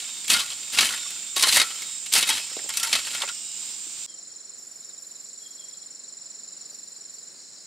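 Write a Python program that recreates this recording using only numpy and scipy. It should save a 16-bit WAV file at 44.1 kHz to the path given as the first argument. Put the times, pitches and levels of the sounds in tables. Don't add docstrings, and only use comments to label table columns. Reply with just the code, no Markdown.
import sys
import numpy as np
from scipy import signal
from scipy.fft import rfft, irfft, next_fast_len
from scipy.io import wavfile

SR = 44100
rng = np.random.default_rng(int(sys.argv[2]) if len(sys.argv) > 2 else 0)


def digitize_waveform(pressure):
    field = np.atleast_2d(pressure).T
    bounded = np.clip(field, -1, 1)
    quanta = np.round(bounded * 32767).astype(np.int16)
    wavfile.write(sys.argv[1], SR, quanta)


def boost(x):
    u = np.asarray(x, float) / 20
    return 10 ** u


N = 337806
T = np.arange(N) / SR
CUT_S = 4.063


def rms_one(x):
    return x / np.sqrt(np.mean(x ** 2) + 1e-20)


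def in_time(rows):
    s, *columns = np.transpose(rows)
    return [np.interp(T, s, c) for c in columns]


def current_row(rows, lead_s=0):
    rows = np.array(rows)
    latest = np.searchsorted(rows[:, 0] - lead_s, T) - 1
    return rows[np.maximum(latest, 0)].T


def band(x, low_hz, high_hz, order=2):
    return signal.sosfilt(signal.butter(order, [low_hz, high_hz], "band", fs=SR, output="sos"), x)


def coloured(x, spectrum):
    size = next_fast_len(N)
    hz, level_db = np.transpose(spectrum)
    log_hz = np.log(np.fft.rfftfreq(size, 1 / SR) + 1)
    gain = boost(np.interp(log_hz, np.log(hz), level_db, left=-90))
    return rms_one(irfft(rfft(x, size) * gain, size)[..., :N])


def drift(rate):
    r = np.exp(-80 * np.pi * rate / SR)
    noise = rng.standard_normal(N // 40 + 2002)
    slow = signal.lfilter([1], [1, -2 * r, r * r], noise)[2000:]
    return np.interp(np.arange(N) / 40, np.arange(len(slow)), rms_one(slow))


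def placed(x, pan_db):
    return x * boost(np.array([[pan_db / 2], [-pan_db / 2]]))


def wide(alike, pan_db):
    mid, side = rng.standard_normal((2, N))
    alike = np.clip(alike, 0, 1)
    both = np.sqrt((1 + alike) / 2) * mid
    apart = np.sqrt((1 - alike) / 2) * side * [[1], [-1]]
    return placed(both + apart, pan_db)


def tone(pitch_hz):
    return np.sin(2 * np.pi * np.cumsum(pitch_hz) / SR)


def bouts(rows, rise_s, fall_s, sag_db_per_s):
    out = np.zeros(N)
    for start_s, end_s, level_db in rows:
        at = slice(round(start_s * SR), round((end_s + fall_s) * SR))
        rise = np.clip((T[at] - start_s) / rise_s, 0, 1)
        fall = np.clip(1 + (end_s - T[at]) / fall_s, 0, 1)
        sag_db = sag_db_per_s * np.clip(T[at] - start_s - rise_s, 0, 1)
        out[at] += (rise * fall) ** 2 * boost(level_db - sag_db)
    return out


# (frequency [Hz], level [dB per Hz])
PIT_AIR = [(40, -36), (219, -18.5), (513, -25.5), (1500, -22), (1950, -23), (2200, -17), (3700, -12),
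           (6260, -15), (7280, -6), (8670, -24), (9340, -22), (12500, -31.5), (15800, -24.5)]


def pit_air():
    return boost(-39.5 + drift(3.9)) * coloured(wide(0.58, 0.0), PIT_AIR)


# (frequency [Hz], level [dB per Hz])
CLIFF_AIR = [(40, -32), (90, -9), (200, 2), (550, 1), (900, -6), (1700, -2.5), (3000, -9), (6200, -9.5),
             (9800, -2.5), (10600, -18), (13000, -22), (14500, -14), (15800, -13)]


def cliff_air():
    return boost(-56 + 0.57 * drift(2.7)) * coloured(wide(0.59, 1.3), CLIFF_AIR)


# (low edge [Hz], high edge [Hz], level [dB], pulse rate [per s],
# pulse depth [0-1], left-right lean [dB], likeness of the ears [0-1])
PIT_CHORUS = [
    (7020, 7690, -36.5, 36, 0.07, -8.5, 1),
    (7970, 8400, -44, 200, 0, -5, 0.94),
    (8310, 8720, -46, 58, 0.4, 0.5, 0.9),
    (4540, 6400, -47, 340, 1, -8, 1),
]
CLIFF_CHORUS = [
    (6690, 7500, -49, 110, 0.099, -3, 1),
    (7550, 7880, -54.5, 50, 0.15, -1, 0.61),
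    (5170, 5800, -58.5, 96, 0.3, -1, 0.62),
    (3980, 5650, -55.5, 300, 0.059, 4, 0.84),
    (8670, 9420, -60.5, 160, 0.12, -1, 0.75),
]


def chorus(table, heard):
    out = np.zeros((2, N))
    for low_hz, high_hz, level_db, per_s, depth, pan_db, alike in table:
        phase = 2 * np.pi * np.cumsum(per_s * (1 + 0.0395 * drift(3.96)[heard])) / SR
        pulses = (1 + np.clip(depth, 0, 1) * np.cos(phase)) ** 2 * boost(drift(2.4)[heard])
        wings = band(wide(alike, pan_db)[:, heard] * pulses, low_hz, high_hz, order=3)
        out[:, heard] += boost(level_db) * rms_one(wings)
    return out


# (start [s], end [s], pitch [Hz], level [dB])
WHINES = [(0.042, 0.232, 3650, -36), (0.627, .72, 3700, -37), (0.903, 1.338, 3607, -36.5),
          (.98, 1.144, 5500, -35.5), (1.699, 2.06, 5170, -39), (1.791, 2.013, 3760, -37),
          (2.358, 2.665, 5070, -36.5), (2.359, 2.672, 5260, -35.5), (2.4, 2.617, 5570, -38),
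          (2.95, 3.496, 5560, -38), (3.194, 3.75, 5080, -39), (3.293, 3.499, 4400, -58),
          (3.302, 3.603, 2880, -44.5), (3.44, 3.693, 3830, -41)]


def whines():
    out = np.zeros(N)
    swell_db = 1.6 * drift(9) + 2.6 * drift(70) - .5
    waver_hz = 14 * drift(40)
    for start_s, end_s, hz, level_db in WHINES:
        at = np.arange(round(start_s * SR), round(end_s * SR))
        own = (at + round(hz * 50)) % N
        fade = np.clip(np.minimum(T[at] - start_s + 0.0081, end_s - T[at]) / 0.015, 0, 1)
        out[at] += fade * boost(level_db - 8.0 + swell_db[own]) * tone(hz + waver_hz[own])
    return placed(out, -3.0)


# (start [s], end [s], level [dB], first pitch [Hz])
TRILL = [(4.062, 4.117, -50, 3350), (4.115, 4.15, -61, 3210), (4.16, 4.19, -65, 3200),
         (4.29, 4.32, -63, 3250), (4.38, 4.42, -65, 3330), (5.4, 5.44, -52, 3350), (5.44, 5.49, -52, 3320),
         (5.495, 5.55, -62, 3290), (5.574, 5.627, -49.5, 3370), (5.635, 5.665, -57, 3280),
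         (5.68, 5.71, -63, 3340), (5.72, 5.78, -61, 3340), (5.8, 5.843, -63, 3350)]


def far_trill():
    strength = bouts(np.array(TRILL)[:, :-1], rise_s=0.02, fall_s=0.075, sag_db_per_s=110.0)
    start_s, end_s, level_db, first_hz = current_row(TRILL)
    pitch = first_hz - 1300 * np.clip(T - start_s, 0, .1)
    return placed(strength * boost(2.8 * drift(110) - 2) * tone(pitch + 40 * drift(90)), 7.6)


# (pitch [Hz], pulse rate [per s], left-right lean [dB], lateness [throbs])
SHIMMER_WINGS = [
    (5330, 110, -3, .45),
    (5480, 100, 6, 0.1),
    (5630, 86, 6, 0.0),
]


def mid_singers():
    depth, peak_s, period_s = 0.85, 4.19, .1344
    shimmer = 0
    for hz, per_s, pan_db, late in SHIMMER_WINGS:
        pulses = (1 + np.cos(2 * np.pi * np.cumsum(per_s + 2.7 * drift(3.23)) / SR)) ** 0.87
        throb = 1 + depth * np.cos(2 * np.pi * ((T - peak_s) / period_s - late))
        song = throb * pulses * boost(1.2 * drift(5.9)) * tone(hz + 60 * drift(40.3))
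        shimmer = shimmer + placed(song, pan_db)
    return rms_one(shimmer) * boost(-53.5)


# (start [s], end [s], level [dB])
RASP = [
    (4.53, 4.9, -60),
    (4.95, 5.3, -59.5),
    (5.36, 5.8, -61.5),
    (6.33, 6.4, -70),
    (6.62, 6.95, -63),
    (7.05, 7.17, -65),
]


def rasp():
    scratches = (1 + .4 * np.cos(2 * np.pi * np.cumsum(84 + 6 * drift(8)) / SR)) * boost(drift(30))
    dry_noise = rms_one(band(wide(.85, 0.0) * scratches, 9300, 12800))
    return dry_noise * bouts(RASP, rise_s=0.072, fall_s=0.33, sag_db_per_s=20.0)


# (start [s], end [s], level [dB])
GLIDES = [
    (6.383, 6.45, -54),
    (6.685, 6.75, -52),
    (6.93, 7.0, -52),
    (7.14, 7.21, -50),
    (7.34, 7.42, -50),
    (7.54, 7.61, -49),
]


def glides():
    since = np.clip(T - current_row(GLIDES)[0], 0, .08)
    call = tone(4520 + 4000 * since + 190 * drift(200))
    return bouts(GLIDES, rise_s=.02, fall_s=.02, sag_db_per_s=0) * boost(-4 + 3.5 * drift(70)) * call


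def wing_note(t, hz, arch_hz, fall_hz, length_s, rough_db):
    u = np.clip(2 * t / length_s, -1, 1)
    pitch = hz - arch_hz * u ** 2 - fall_hz * u + 15 * rough_db * drift(80.5)
    return (1 - u ** 6) * boost(rough_db * drift(220)) * tone(pitch)


# (time [s], level [dB])
HIGH_CRICKET = [
    (4.07, -46.5),
    (4.6, -47.5),
    (5.1, -46),
    (5.4, -47.5),
    (5.7, -45.5),
    (6.0, -47),
    (6.4, -45.5),
    (7.2, -47.5),
]


def high_cricket():
    first_s, period_s, last_s = 4.1017, .044124, 7.30
    since = (T - first_s + period_s / 2) % period_s - period_s / 2
    tiring_db = -9 * (T > last_s) - 40 * (T > last_s + .09)
    level_db = in_time(HIGH_CRICKET)[0] + 10.5 - 85 * since + tiring_db
    high = wing_note(since - .001, 7270, 260, 30.0, .017, rough_db=0.8) * boost(level_db)
    return placed(np.array([high, np.roll(high, 1)]), -3)


# (time [s], level [dB])
LOW_CRICKET = [
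    (4.07, -58.5),
    (4.57, -56.5),
    (4.63, -76),
    (4.78, -70),
    (4.81, -57),
    (5.3, -57.5),
    (7.66, -56.5),
]
# (start [s], period [s])
LOW_PHRASES = [
    (3.952, .0445),
    (4.835, .072),
    (5.045, .06),
    (5.225, .0445),
    (5.581, .04305),
    (6.442, .0436),
]


def low_cricket():
    start_s, period_s = current_row(LOW_PHRASES, lead_s=.02)
    since = (T - start_s + period_s / 2) % period_s - period_s / 2
    flat_hz = 6000 * (period_s - period_s.min())
    second = wing_note(since - .003, 4185 - flat_hz, 55, 270, 0.014, rough_db=1.7)
    first = wing_note(since + 0.01, 4175 - flat_hz, 60, 230, .011, rough_db=3.0)
    chirps = second + boost(-2.0) * first
    return placed(chirps * boost(in_time(LOW_CRICKET)[0] + 1.5), 18.3)


# (time [s], peak level [dB], pitch [Hz])
CLODS = [(1.368, -28.5, 520), (1.432, -26.5, 804), (1.47, -25.5, 700), (1.57, -17, 856), (2.516, -41, 495),
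         (2.568, -28, 456), (2.594, -36, 560), (2.62, -45, 450), (2.645, -39, 420), (2.66, -40, 484),
         (2.935, -37, 350), (3.212, -28, 1000), (3.222, -26, 1100), (3.236, -22, 706), (3.868, -44.5, 250),
         (6.728, -51, 520)]


def clods():
    out, t = np.zeros(N), np.arange(int(.08 * SR)) / SR
    for s, peak_db, hz in CLODS:
        crumble = rng.standard_normal(len(t)) * boost(-60 * t / 0.062)
        impact = 14 * (t == 0)
        burst = band(crumble + impact, hz / 1.8, hz * 1.6)
        out[round(s * SR):][:len(t)] += boost(peak_db + 0.5) * burst / np.abs(burst).max()
    return out


def ground_echo(x):
    dull = band(x + 1e-18, 150, 21000, order=1) * boost(-12.5)
    out = np.array([x, x])
    for ear, lag_s, level_db in [(0, 0.00272, -65), (0, 0.0051, -9.0), (0, .0093, -0.5), (0, 0.011, -14)]:
        lag = round(lag_s * SR)
        out[ear, lag:] += boost(level_db) * dull[:N - lag]
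    return out


def grit(per_s, spread_db):
    sizes = boost(spread_db * np.minimum(rng.exponential(1, N), 5)) * rng.choice([-1, 1], N)
    return rms_one(sizes * (rng.random(N) < per_s / SR))


def resonance(x, hz, width_hz):
    r, w = np.exp(-np.pi * width_hz / SR), 2 * np.pi * hz / SR
    return signal.lfilter([0, 2 * np.sqrt(1 - r) * np.sin(w)], [1, -2 * r * np.cos(w), r * r], x)


# (deepest point [s], sinking [ms], freeing [ms], rub level [dB], weight [dB])
STROKES = [
    (-.1, 100, 123, -20, -13),
    (0.319, 25, 120, -16, 0.5),
    (0.819, 93.6, 200, -18.5, -0.5),
    (1.6, 236, 74, -17, -5.5),
    (2.179, 54.5, 97, -15.5, -5.5),
    (2.299, 33, 146, -19.5, 0),
    (2.861, 140, 190, -28, -3),
    (2.939, 42, 140, -23, 1.5),
    (3.18, 180, 115, -28, 1),
]


def strokes():
    levels = []
    for deepest_s, sink_ms, free_ms, rub_db, weight_db in STROKES:
        sink_s, free_s = sink_ms / 1000, free_ms / 1000
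        moments = deepest_s + np.array([-sink_s - .025, -sink_s, 0, free_s, free_s + 1])
        trickle_db = rub_db - 16
        levels.append(np.interp(T, moments, [-75, rub_db - 6.5, rub_db, trickle_db, trickle_db - 34]))
    levels = np.array(levels)
    return levels.max(axis=0), np.array(STROKES)[levels.argmax(axis=0), -1]


# (time
# [s], peak level [dB], dull share [dB], bright share [dB], blade pitch [Hz])
CATCHES = [(0.2782, -17, -29, 1, 3260), (0.2997, -5.5, -15, -5, 3340), (0.3182, -12.5, -5, -19, 4390.0),
           (0.3384, -6.5, -11.5, -7, 3790), (0.3648, -11, -10, -9, 3310), (0.3815, -17, -18, -9.0, 3030),
           (0.3915, -16, -17, -5, 3370.0), (0.4024, -17, -8, -11.0, 3980.0), (0.7324, -32, -10.0, -9, 3500),
           (0.743, -19, -3, -17, 2820), (0.7727, -12, -9, -15, 3740), (0.7869, -4, -3, -10, 3840),
           (0.8073, -7.5, -10, -18, 3090), (0.8264, -9.5, -5, -21, 2950),
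           (0.8562, -24, -10.0, -7.0, 3940.0), (0.8651, -18.5, -5, 2.5, 6040), (0.8879, -15, -6, -5, 3200),
           (1.3632, -13, -8, 0, 4200), (1.3947, -12.5, -13.0, -4, 4430),
                (1.4245, -5.5, -10.5, -2, 3580), (1.4354, -6, -4, -11.0, 4200), (1.471, -14, -4, 0, 2140),
                (1.4833, -15, -9, -12, 3780), (1.4884, -14, -8, -10.0, 1950), (1.5252, -12, -19, 0, 3780.0),
                (1.5444, -16, -15, 7, 4120.0), (1.5588, -9.5, -1, 3.5, 3920.0),
                (1.5684, -7.5, -3, -1.5, 1970.0), (1.599, -6.5, -5, -10, 4400),
                (1.615, -9.5, -5, -2.5, 4270), (2.125, -17, -21, 7.5, 3860),
                (2.1365, -10.5, -18, 4.5, 2560.0), (2.151, -10.5, -6.0, -8, 2080),
                (2.16, -8.5, -2, -5.0, 5100), (2.1843, -9.5, -5, -6, 4200), (2.227, -8.5, -11, -23, 3110),
                (2.256, -20.0, -10, -4, 3870), (2.272, -17, -9, 3, 3730), (2.29, -10.5, -7, -2, 2210),
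                (2.3007, -11, -8, -11.0, 3090.0), (2.3277, -22, -20, -4, 5050)]
KNOCKS = [(0.0168, -24, -26, -18, 3880), (0.2419, -23.5, -16, -5, 2210), (0.4998, -19, -17, -18, 4150),
          (0.5173, -20, -18, -15.0, 3340), (0.9355, -24.5, 6.5, -15.0, 3040), (1.1027, -27, -7, 5.5, 3620),
          (1.1584, -45, -15, -9.0, 3700), (1.6725, -29, -6.0, -9.0, 2090.0), (1.7019, -26, -1, -13.0, 3050),
          (1.8177, -22, -13, 1, 2170), (2.0604, -21.5, -33, -4, 2790.0),
          (2.3568, -24, -13.0, -13.0, 3900.0), (2.3703, -18, -11.0, -6, 3270),
          (2.3779, -20.0, -9, -5, 2260), (2.396, -23, -8, -1, 2530), (2.4278, -27, -13.0, -14.0, 4960),
          (2.4973, -31, -2, -16, 5170), (2.5633, -30, -16, -13.0, 3850), (2.589, -31, 1, -12.0, 1900),
          (2.6896, -20, -2, 3, 3200), (2.701, -20, -8, -11.0, 5370), (2.736, -21.5, -11, 1, 4100),
            (2.7489, -31, -13, -8.0, 3200), (2.7705, -13.5, -9, 4.5, 5970), (2.797, -15.5, -15, 3, 5520),
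            (2.83, -11.5, -6, 2.5, 5600), (2.8453, -19, -4.0, 0, 2150), (2.87, -17, -4, -2, 5470.0),
            (2.9279, -5.5, -8, -15, 4440), (2.9383, -14.5, -8, -10.0, 2120), (2.9519, -9, -10, -5, 4070),
            (2.9886, -18.5, -6, -13.0, 3070), (3.0264, -34, -16, -10.0, 5580.0),
            (3.0331, -33, -14.0, -10.0, 5560), (3.049, -21.5, -11, -10.0, 4410.0),
            (3.0693, -21, -5, -2, 3030), (3.1083, -34, -11.0, -6, 4400), (3.1335, -23, -10, -11.0, 4380),
            (3.1463, -21, -2, 1, 2980), (3.1782, -28, 3, -9.0, 5040.0), (3.218, -13.5, 0, -7, 3580),
            (3.231, -29, 5, -9.0, 2190), (3.2424, -40, -6, -12.0, 2190.0), (3.264, -38, -13, -10.0, 5010.0),
            (3.275, -21, -5, -11.0, 2570), (3.2875, -18, -9, -21, 3070)]


def jolts(grains):
    body, dull, bright, notes = np.zeros((4, N))
    t = np.arange(int(.15 * SR)) / SR
    for rows, t60 in [(CATCHES, 0.056), (KNOCKS, 0.048)]:
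        for s, peak_db, dull_db, bright_db, hz in rows:
            at = slice(round(s * SR), round(s * SR) + len(t))
            rise_s = .0002 * max(-peak_db - 5, 2)
            tail = boost(peak_db - 60 * t / t60)
            tick = boost(peak_db - 16.0 - 60 * t / 0.0019)
            shape = (tail + tick) * np.minimum(t / rise_s, 1)
            body[at] += shape
            dull[at] += boost(peak_db + dull_db - 60 * t / t60 / 1.53) * np.minimum(t / 0.0032, 1)
            bright[at] += shape * boost(bright_db)
            ring_db = -15.5 + (0.74 - 1) * (peak_db - 2.5)
            notes[at] += boost(ring_db) * resonance(grains[at] * shape, hz, 150)
    return body, dull, bright, notes


# (time [s], peak level [dB])
TICKS = [(.3013, -6), (.3181, -8), (.344, -9), (.3685, -12), (.787, -9), (.809, -6), (1.3635, -13),
         (1.3955, -15), (1.4254, -6), (1.4275, -7), (1.438, -7), (1.5247, -3.5), (1.5695, -5), (1.6005, -6),
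         (2.0615, -20), (2.128, -11), (2.138, -5), (2.1705, -6), (2.186, -8), (2.2266, -5), (2.2925, -11),
         (2.7677, -18), (2.772, -15), (2.83, -14), (2.9296, -4), (2.934, -10), (3.05, -24), (3.2205, -17),
         (3.2885, -16)]


def ticks():
    clicks, t = np.full(N, 1e-18), np.arange(round(.03 * SR)) / SR
    for s, peak_db in TICKS:
        force_db = peak_db + 10
        spray = boost(force_db - 16 - 60 * t / .03) * rng.standard_normal(len(t))
        clicks[round(s * SR):][:len(t)] += spray
        clicks[round(s * SR)] += boost(force_db)
    return band(clicks, 2450, 8000)


# (time [s], pitch [Hz], peak level [dB], fall by 60 dB [s])
RINGS = [(.3, 908, -31, 0.08), (.345, 1420, -21.5, 0.17), (.362, 1417, -26.5, .2),
         (.405, 1134, -22.5, 0.077), (.75, 1400, -35, 0.36), (.8, 1130, -28, .12), (.885, 1123, -29, 0.11),
         (.9, 1435, -33, 0.26), (1.01, 1438, -45.5, 0.55), (1.055, 1146, -36, 0.061),
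         (1.365, 1110, -24.5, 0.16), (1.43, 1052, -22.5, 0.16), (1.445, 2090, -18.5, 0.11),
         (1.485, 1945, -28, 0.24), (1.572, 2000, -13.5, 0.052), (1.6, 1380, -30, 0.057),
         (1.606, 1330, -33, 0.58), (2.159, 920, -37, 0.12), (2.295, 902, -24, 0.17),
         (2.695, 890, -38, 0.11), (2.8, 1350, -32, 0.11), (2.832, 1380, -27, 0.13),
         (2.865, 915, -33.5, 0.24), (2.951, 1343, -35, 0.24), (3.291, 1420, -25.5, 0.078)]


def rings():
    out, t = np.zeros(N), np.arange(round(.5 * SR)) / SR
    for s, hz, peak_db, t60 in RINGS:
        swell = np.minimum(t / 0.0062, 1)
        out[round(s * SR):][:len(t)] += boost(peak_db - 60 * t / t60) * swell * np.sin(2 * np.pi * hz * t)
    return out * boost(5 * drift(110) - 3)


DIGGING = slice(0, N // 2)
DULL_BELOW_HZ = 2200
# (frequency [Hz], level [dB per Hz])
CLAY = [(410, -40), (700, -70), (897, -14.5), (1400, -7), (1530, -3), (2180, -2), (2380, -3), (3020, 3),
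        (4700, 1), (8670, -7.5), (15800, -27.5)]
CRUNCH_EDGES_HZ = [420, 700, 1100, 1600, 2200, 3000, 4000, 5200, 6800, 8800, 11000]


def crunch(force, dull_force):
    out, share = np.zeros(N), .75
    crackle = share * grit(1800, spread_db=3.0)
    clay = []
    for _ in range(2):
        own = (1 - share ** 2) ** .5 * grit(5000, spread_db=2.5)
        clay.append(coloured(crackle + own, CLAY)[DIGGING])
    for k, (low_hz, high_hz) in enumerate(zip(CRUNCH_EDGES_HZ, CRUNCH_EDGES_HZ[1:])):
        drive = dull_force if low_hz < DULL_BELOW_HZ else force
        patchy = drive * boost(drift(46) - 2.0)
        out[DIGGING] += band(clay[k % 2], low_hz, high_hz) * patchy[DIGGING]
    return out


# (pitch [Hz], width [Hz], level [dB])
BLADE = [(930, 6.8, -11), (1140, 8.5, -8), (1316, 4.3, -5.5), (1420, 3.1, -2.5), (1937, 20, -4.5),
         (2135, 18, -0.5), (2283, 37, -3.5), (2560, 21, -4), (2672, 40, -3), (3090, 24, -1),
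         (3310, 18, -6.5), (3808, 21, 0), (4110, 42, -3), (4420, 12, -3.5), (4900, 13, -5.5),
         (6300, 55, -34)]


def blade_modes(force, dull_force):
    out, grains = np.zeros(N), grit(4000, spread_db=2.0)
    for hz, width_hz, level_db in BLADE:
        low = hz < DULL_BELOW_HZ
        drive = grains * (dull_force * boost(-6.5) if low else force) * boost(3.42 * drift(25))
        out[DIGGING] += boost(level_db - 16) * resonance(drive[DIGGING], hz, width_hz + 10 + 16 * low)
    return out


# (frequency [Hz], level [dB per Hz])
PUSH = [(76, -51), (130, -3), (257, 16), (335, 6.5), (591, -13), (900, -18), (1170, -22), (1980, -120)]


def shovel():
    rub_db, weight_db = strokes()
    fine_db = -27 + 1.29 * (rub_db + 21.0)
    push_db = -43 + 1.8 * (rub_db + 19.5) + weight_db
    thump_db = -57 + (rub_db + 21.0) + weight_db
    body, dull, bright, notes = jolts(grit(9000, spread_db=5.0))
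    clumps_db = 2.8 * drift(90)
    force = np.hypot(boost(rub_db - 3.0 + clumps_db), boost(-4.0) * body)
    dull_force = np.hypot(boost(rub_db - 5 + clumps_db), boost(3.0) * dull)
    blade = crunch(force, dull_force) + blade_modes(force, dull_force)
    dust = rms_one(band(coloured(grit(16000, spread_db=4.0), CLAY), 8740, 16000))
    fine = dust * np.hypot(boost(fine_db - 2.5 + clumps_db), boost(-8.0) * bright)
    push = coloured(rng.standard_normal(N), PUSH) * boost(push_db - 1.5)
    thump = rms_one(band(rng.standard_normal(N), 82, 127)) * boost(thump_db - 1.0)
    edge = band(blade + fine, 500, 18000)
    return edge + push + thump + notes + ticks() + rings()


def scene():
    digging = ground_echo(shovel() * (T < 3.45) + clods())
    pit = pit_air() + chorus(PIT_CHORUS, slice(0, round(4.1 * SR))) + whines() + digging
    cliff = cliff_air() + chorus(CLIFF_CHORUS, slice(4 * SR, N))
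    cliff = cliff + far_trill() + mid_singers() + rasp() + glides()
    cliff = cliff + high_cricket() + low_cricket() + digging
    return np.where(T < CUT_S, pit, cliff * np.clip((T - CUT_S) / 0.027, .1, 1))


def top_cut(x):
    return signal.sosfilt(signal.butter(12, 16010, fs=SR, output="sos"), x)


def record(dry):
    rounded = 0.93 * np.tanh(dry / 0.98)
    thin = signal.sosfilt(signal.butter(6, 62, "high", fs=SR, output="sos"), rounded)
    mix = signal.sosfilt(signal.cheby2(14, 55, 16250, fs=SR, output="sos"), thin)
    return top_cut(mix)


dry = scene()
out = record(dry)
digitize_waveform(out)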